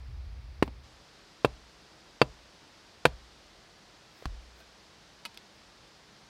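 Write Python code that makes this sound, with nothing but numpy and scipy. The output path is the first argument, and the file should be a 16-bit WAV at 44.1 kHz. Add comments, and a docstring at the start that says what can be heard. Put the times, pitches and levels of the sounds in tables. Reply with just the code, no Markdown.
"""Mallet on stakes in a garden

Open garden, close to the microphone: a heavy wooden mallet strikes stakes into soil, one duller knock, then,
after the listening place changes, three brighter ones: decaying wood modes, a noise crack and a ground tremor.
The mallet is dropped with a thud; a stick is picked up and knocks lightly, as ringing modes and noise snaps.
Soft noise swells are hands and shoes on dry soil; a faint, dull tail comes back from banks and bushes.
Low noise is wind rumbling on the microphone at first; under everything lies one faint hiss, then another."""
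import sys
import numpy as np
from scipy import signal
from scipy.fft import rfft, irfft
from scipy.io import wavfile
from scipy.ndimage import uniform_filter1d

SR = 44100
rng = np.random.default_rng(int(sys.argv[2]) if len(sys.argv) > 2 else 0)


def to_wav(sig):
    """Store sig (one row per channel, or 1-D mono) as 16-bit WAV at the path in sys.argv[1].

    Samples outside -1..1 are clipped; the rate is SR.
    """
    pcm = np.clip(np.atleast_2d(sig), -1, 1) * 32767
    pcm = np.round(pcm).astype(np.int16)
    wavfile.write(sys.argv[1], SR, pcm.T)  # frames by channels


N = 277380
TIME = np.arange(N) / SR
AGE = np.arange(SR) / SR   # one second counted from a contact


def from_db(db):
    """Decibels to gain."""
    return 10 ** (np.asarray(db) / 20)


def dying(t60):
    """An envelope that loses 60 dB in t60 seconds."""
    return np.exp(-np.log(1000) * AGE / max(t60, 1e-4))


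def swelling(rise_s):
    """An onset that rises from silence towards 1 with time constant rise_s."""
    return 1 - np.exp(-AGE / rise_s)


def low_pass(x, hz, order=2):
    """Causal low-pass."""
    sos = signal.butter(order, min(hz, .45 * SR), fs=SR, output="sos")
    return signal.sosfilt(sos, x + 1e-18)


def high_pass(x, hz):
    """Causal high-pass: small bodies radiate little bass."""
    return signal.sosfilt(signal.butter(2, hz, "high", fs=SR, output="sos"), x)


def peak_or_dip(x, hz, db, q):
    """Lift or, with negative dB, dip one region of the spectrum."""
    b, a = signal.iirpeak(hz, q, fs=SR)
    return x + (from_db(db) - 1) * signal.lfilter(b, a, x)


def noise(spectrum, size):
    """Noise of a given colour, falling steeply outside its ends; rms 1."""
    hz, db = np.transpose(spectrum)
    f = np.maximum(np.fft.rfftfreq(size, 1 / SR), 1)
    colour = from_db(np.interp(np.log(f), np.log(hz), db))
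    edges = np.minimum(1, np.minimum(f / hz[0], hz[-1] / f)) ** 4
    x = irfft(rfft(rng.standard_normal(size)) * colour * edges, size)
    return x / np.std(x)


def ring(modes, pitch=1, length=1, alternate=False, clock=AGE):
    """Decaying tones after one push; along a rod neighbouring modes start in opposite directions."""
    sign = -1 if alternate else 1
    total = 0
    for k, (hz, db, t60) in enumerate(modes):
        tone = np.cos(2 * np.pi * hz * pitch * clock)
        total = total + sign ** k * from_db(db) * dying(t60 * length) * tone
    return total


def through(x, response):
    """Pass a sound through an impulse response."""
    return signal.fftconvolve(x, response)[:len(x)]


def chatter(t60, rough):
    """A contact force: one push, then a quickly dying run of tiny slips."""
    slips = rng.standard_normal(SR) * dying(t60)
    force = rough * slips / np.linalg.norm(slips)
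    force[0] += 1
    return force / np.hypot(1, rough)


def add(track, s, sound):
    """Mix a sound in at time s."""
    at = int(round(s * SR))
    track[at:at + len(sound)] += sound[:N - at]


# mallet on stake: t/s, thock level/dB, thock pitch ratio, rebound level/dB, ring level/dB, stake pitch ratio,
# ring length ratio, contact edge f/Hz, region f/Hz, gain at that region/dB, crack level/dB, ground level/dB
BLOWS = [(0.6252, -1.5, .62, -28, -2, 1.04, 0.69, 1300, 750, -3, -24.5, -39),
         (1.447, 0, 0.93, -18, -3.5, 1.0, 1, 2000, 2450, 4.5, -23.5, -37),
         (2.2156, 3, 0.965, -16, 1, 1.0, 1, 4000, 4700, 10.5, -21.5, -40),
         (3.0532, 0.5, 1.03, -11.5, 0.5, .995, 1.0, 3200, 1510, 8, -14.5, -34)]
# head and stake moving against the soil, before the pitch ratio: f/Hz, level/dB, t60/s
THOCK_MODES = [(141, -20.5, 0.064), (239, -22, 0.038), (336, -18, 0.036), (469, -7.5, 0.022),
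               (628, -24.5, 0.058)]
# bending modes of a stake, before the pitch and length ratios: f/Hz, level/dB, t60/s
STAKE_MODES = [(668, -30, 0.05), (855, -23, 0.036), (986, -11.5, 0.027), (1190, -19.5, .026),
               (1270, -19, 0.03), (1436, -18, 0.018), (1585, -15, 0.021), (1794, -23.5, 0.03),
               (2090, -14, 0.017), (2410, -14.5, 0.018), (2675, -12.5, 0.027), (3174, -19.5, 0.02),
               (3500, -20.5, 0.025), (3680, -14.5, 0.013), (4140, -17.5, 0.012), (4520, -19.5, 0.025),
               (4790, -24.5, 0.022)]
# colour of crushed fibres at the contact, also of grit: f/Hz, relative level per Hz/dB
CRACK_COLOUR = [(300, 6.5), (900, 0), (2500, 3), (4800, -4), (5800, -12.5), (8500, -14.5), (12000, -20.5),
                (15500, -27)]


def mallet_blows():
    """Each blow gives a hollow thock, the stake's short ring, a crack of fibres and a tremor of the soil."""
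    out = np.zeros(N)
    for (s, thock_db, thock_pitch, rebound_db, ring_db, stake_pitch, length,
         edge_hz, region_hz, region_db, crack_db, ground_db) in BLOWS:
        thock = low_pass(ring(THOCK_MODES, thock_pitch), hz=1510)
        thock = from_db(thock_db) * high_pass(thock, hz=88)

        stake = ring(STAKE_MODES, stake_pitch, length, alternate=True)
        bending = through(chatter(t60=0.004, rough=0.52), stake)
        # a softer contact rings duller; bending builds up while the head presses on the stake
        bending = low_pass(bending, edge_hz, order=1) * swelling(0.0013)
        bending = high_pass(bending, hz=297)
        # where the head lands decides which modes speak more or less
        bending = peak_or_dip(bending, region_hz, region_db, q=6.2)

        crack_decay = dying(t60=0.031) + from_db(-27.5) * dying(t60=.13)
        crack = noise(CRACK_COLOUR, SR) * crack_decay * swelling(0.00063)
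        tremor = ground(rise_s=0.014, stiffening=1.92, relax_s=0.0223)

        add(out, s, thock + from_db(ring_db) * bending)
        add(out, s, from_db(crack_db) * crack + from_db(ground_db) * tremor)
        # the stake springs back a moment later
        add(out, s + 0.0105, -from_db(rebound_db) * low_pass(thock, hz=440))
    return out


# dull landings on the soil: t/s, thud level/dB, pitch ratio, contact edge f/Hz, contact roughness,
# contact t60/s, grit level/dB, ground level/dB
LANDINGS = [(0.6775, -25.5, 0.78, 950, 1.4, .05, -47.5, -52), (4.2240, -35, 0.62, 900, .7, .025, -53, -72),
            (4.2560, -20.5, 0.94, 5400, 0.061, .005, -40, -35.5),
            (4.2567, -23, 0.93, 5400, 0.35, .012, -42.5, -34)]
# a landing's short body, before the pitch ratio: f/Hz, level/dB, t60/s
LANDING_MODES = [(169, -19.5, 0.066), (291, -12, 0.024), (800, -6.5, 0.017), (1030, -10, 0.013),
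                 (1710, -22, .012), (2500, -22, .012), (3450, -22, 0.014), (4400, -21, 0.014)]


def landings():
    """Weight meets soil: a dead knock, a little grit and the bounce of the ground."""
    out = np.zeros(N)
    for s, thud_db, pitch, edge_hz, rough, contact_t60, grit_db, ground_db in LANDINGS:
        body = through(chatter(contact_t60, rough), ring(LANDING_MODES, pitch))
        body = high_pass(low_pass(body, edge_hz), hz=90)
        grit = noise(CRACK_COLOUR, SR) * dying(t60=0.03)
        bounce = ground(rise_s=0.0099, stiffening=.4, relax_s=.006)
        add(out, s, from_db(grit_db) * grit - from_db(thud_db) * body + from_db(ground_db) * bounce)
    return out


# the soil bounces under a load; pitches once it has relaxed: f/Hz, level/dB, t60/s
GROUND_MODES = [(38, -3, 0.43), (52.1, 1, 0.32), (60, -10.5, 1.0), (90.4, -6.5, 0.22)]


def ground(rise_s, stiffening, relax_s):
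    """The soil's bounce swells as the push spreads, and sinks in pitch as the load comes off."""
    # the clock starts (1 + stiffening) times too fast and settles to normal speed
    clock = AGE + stiffening * relax_s * swelling(relax_s)
    return ring(GROUND_MODES, clock=clock) * swelling(rise_s)


# the stick leaves the ground: t/s, level/dB
PICK_UP = (4.603, -51.5)
# its ring as it leaves the ground: f/Hz, level/dB, t60/s
PICK_UP_MODES = [(664, -1.5, 0.32), (1558, 4, 0.084), (2471, -2, 0.086), (4054, -4, .1)]
# the stick is handled: t/s, ring level/dB, pitch ratio, snap level/dB, snap t60/s
STICK_TAPS = [(5.2517, -39.5, 1.02, -36.5, 0.05), (5.2571, -37.5, 1.0, -42.5, 0.033),
              (5.3434, -60, 1.8, -54, 0.045), (5.3740, -52, 1.62, -34, 0.0093)]
# modes of the stick, before the pitch ratio: f/Hz, level/dB, t60/s
STICK_MODES = [(220, -17.5, 0.41), (597, -15, 0.1), (680, -17, .05), (926, -15, 0.19), (1304, -7, 0.055),
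               (1631, -13, .05), (2083, -0.5, 0.036), (2520, -3, 0.048), (2960, -2, 0.04),
               (3820, -18, .035), (4760, -19, .035)]
# colour of bark and dry twigs snapping: f/Hz, relative level per Hz/dB
SNAP_COLOUR = [(200, -8), (1200, -4), (2800, -3), (3800, 3.5), (5000, 2), (6500, -10), (11000, -8.5),
               (15500, -20)]


def stick():
    """A thin stick rings faintly as it is lifted, then clacks and snaps in the hands."""
    out = np.zeros(N)
    lift_s, lift_db = PICK_UP
    lift = through(chatter(t60=0.048, rough=1.1), ring(PICK_UP_MODES))
    add(out, lift_s, from_db(lift_db) * lift)
    for s, ring_db, pitch, snap_db, snap_t60 in STICK_TAPS:
        wood = through(chatter(t60=0.0088, rough=.5), ring(STICK_MODES, pitch, alternate=True))
        snap = noise(SNAP_COLOUR, SR) * dying(snap_t60)
        add(out, s, from_db(ring_db) * wood + from_db(snap_db) * snap)
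    return out


# hands and shoes brush over dry soil: t/s, level/dB, half length/s
BRUSHES = [(0.664, -62, .012), (4.21, -66, 0.077), (4.595, -65, .035), (5.56, -72, .02)]
# colour of the brushing: f/Hz, relative level per Hz/dB
BRUSH_COLOUR = [(1500, 8), (5000, -3), (8000, -10), (15500, -8)]


def brushes():
    """Rubbing over soil makes soft swells of gritty hiss."""
    swell = np.zeros(N)
    for s, db, half_s in BRUSHES:
        swell += from_db(db) * np.exp(-((TIME - s) / half_s) ** 2)
    return swell * noise(BRUSH_COLOUR, N)


# what banks and bushes scatter back: f/Hz, relative level per Hz/dB
SCATTER_COLOUR = [(110, 5.5), (250, -4), (460, -11.5), (680, -4), (1100, -11.5), (2200, -17), (8000, -18)]


def garden(x, wet_db, t60):
    """Banks and bushes scatter back a faint, dull tail: a decaying noise response."""
    tail = noise(SCATTER_COLOUR, SR) * dying(t60) * swelling(0.0042)
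    return from_db(wet_db) * through(x, tail / np.linalg.norm(tail))


# colour of wind on the microphone: f/Hz, relative level per Hz/dB
WIND_COLOUR = [(12, -42), (20, -30), (49, 0), (69, 3), (102, -15), (124, -11), (157, -32), (260, -33),
               (340, -72), (570, -120)]
GUST_PEAK_S, GUST_DB, GUST_DROPS_S = .17, -39.5, .77
GUST_SWELL_DB_PER_S, GUST_EASE_DB_PER_S, GUST_DROP_DB_PER_S = 30, 15, 75


def wind():
    """One gust of low, even buffeting on the microphone swells, eases off slowly, then drops away."""
    swell_s = np.maximum(GUST_PEAK_S - TIME, 0)   # time left before the peak
    ease_s = np.clip(TIME, GUST_PEAK_S, GUST_DROPS_S) - GUST_PEAK_S
    drop_s = np.maximum(TIME - GUST_DROPS_S, 0)
    gust_db = (GUST_DB - GUST_SWELL_DB_PER_S * swell_s - GUST_EASE_DB_PER_S * ease_s
               - GUST_DROP_DB_PER_S * drop_s)
    eddies = noise(WIND_COLOUR, N)
    # dividing by the running level evens out the buffeting
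    eddies = eddies / np.sqrt(uniform_filter1d(eddies ** 2, size=SR // 14) + .02)
    return from_db(gust_db) * eddies


# background hiss at the first listening place: f/Hz, relative level per Hz/dB
FIRST_HISS = [(120, -19), (200, -6), (366, -9.5), (500, -10), (538, -9.5), (1060, -12), (1250, -11.5),
              (1500, -14), (2290, -13.5), (2960, -17.5), (4860, -15.5), (7010, -29), (16000, -41.5)]
# background hiss at the second listening place: f/Hz, relative level per Hz/dB
SECOND_HISS = [(24, -38), (40, 6), (64, -0.5), (140, -0.5), (215, 1), (256, -5), (320, 1.5), (345, -2),
               (529, -2.5), (663, -3), (1900, -6.5), (2260, -8.5), (4930, -7), (14800, -36.5), (16000, -41)]
FIRST_HISS_DB, SECOND_HISS_DB = -60.5, -57
PLACE_CHANGES_S = .83


def air():
    """Steady outdoor hiss; where the listening place changes it switches to a louder one of another colour."""
    second = np.clip((TIME - PLACE_CHANGES_S) / 0.0061, 0, 1)   # a short crossfade
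    first_hiss = from_db(FIRST_HISS_DB) * noise(FIRST_HISS, N)
    second_hiss = from_db(SECOND_HISS_DB) * noise(SECOND_HISS, N)
    return (1 - second) * first_hiss + second * second_hiss


def scene():
    """The work, its faint echo and the outdoor bed, on one channel."""
    work = mallet_blows() + landings() + stick() + brushes()
    return (work + garden(work, wet_db=-38, t60=0.27) + wind() + air())[None]


def record(dry):
    """The loudest peaks are rounded and the top is cut."""
    top, cutoff_hz = 0.95, 15900
    rounded = top * np.tanh(dry / top)
    return signal.sosfilt(signal.cheby1(12, .1, cutoff_hz, fs=SR, output="sos"), rounded)


dry = scene()
out = record(dry)
to_wav(out)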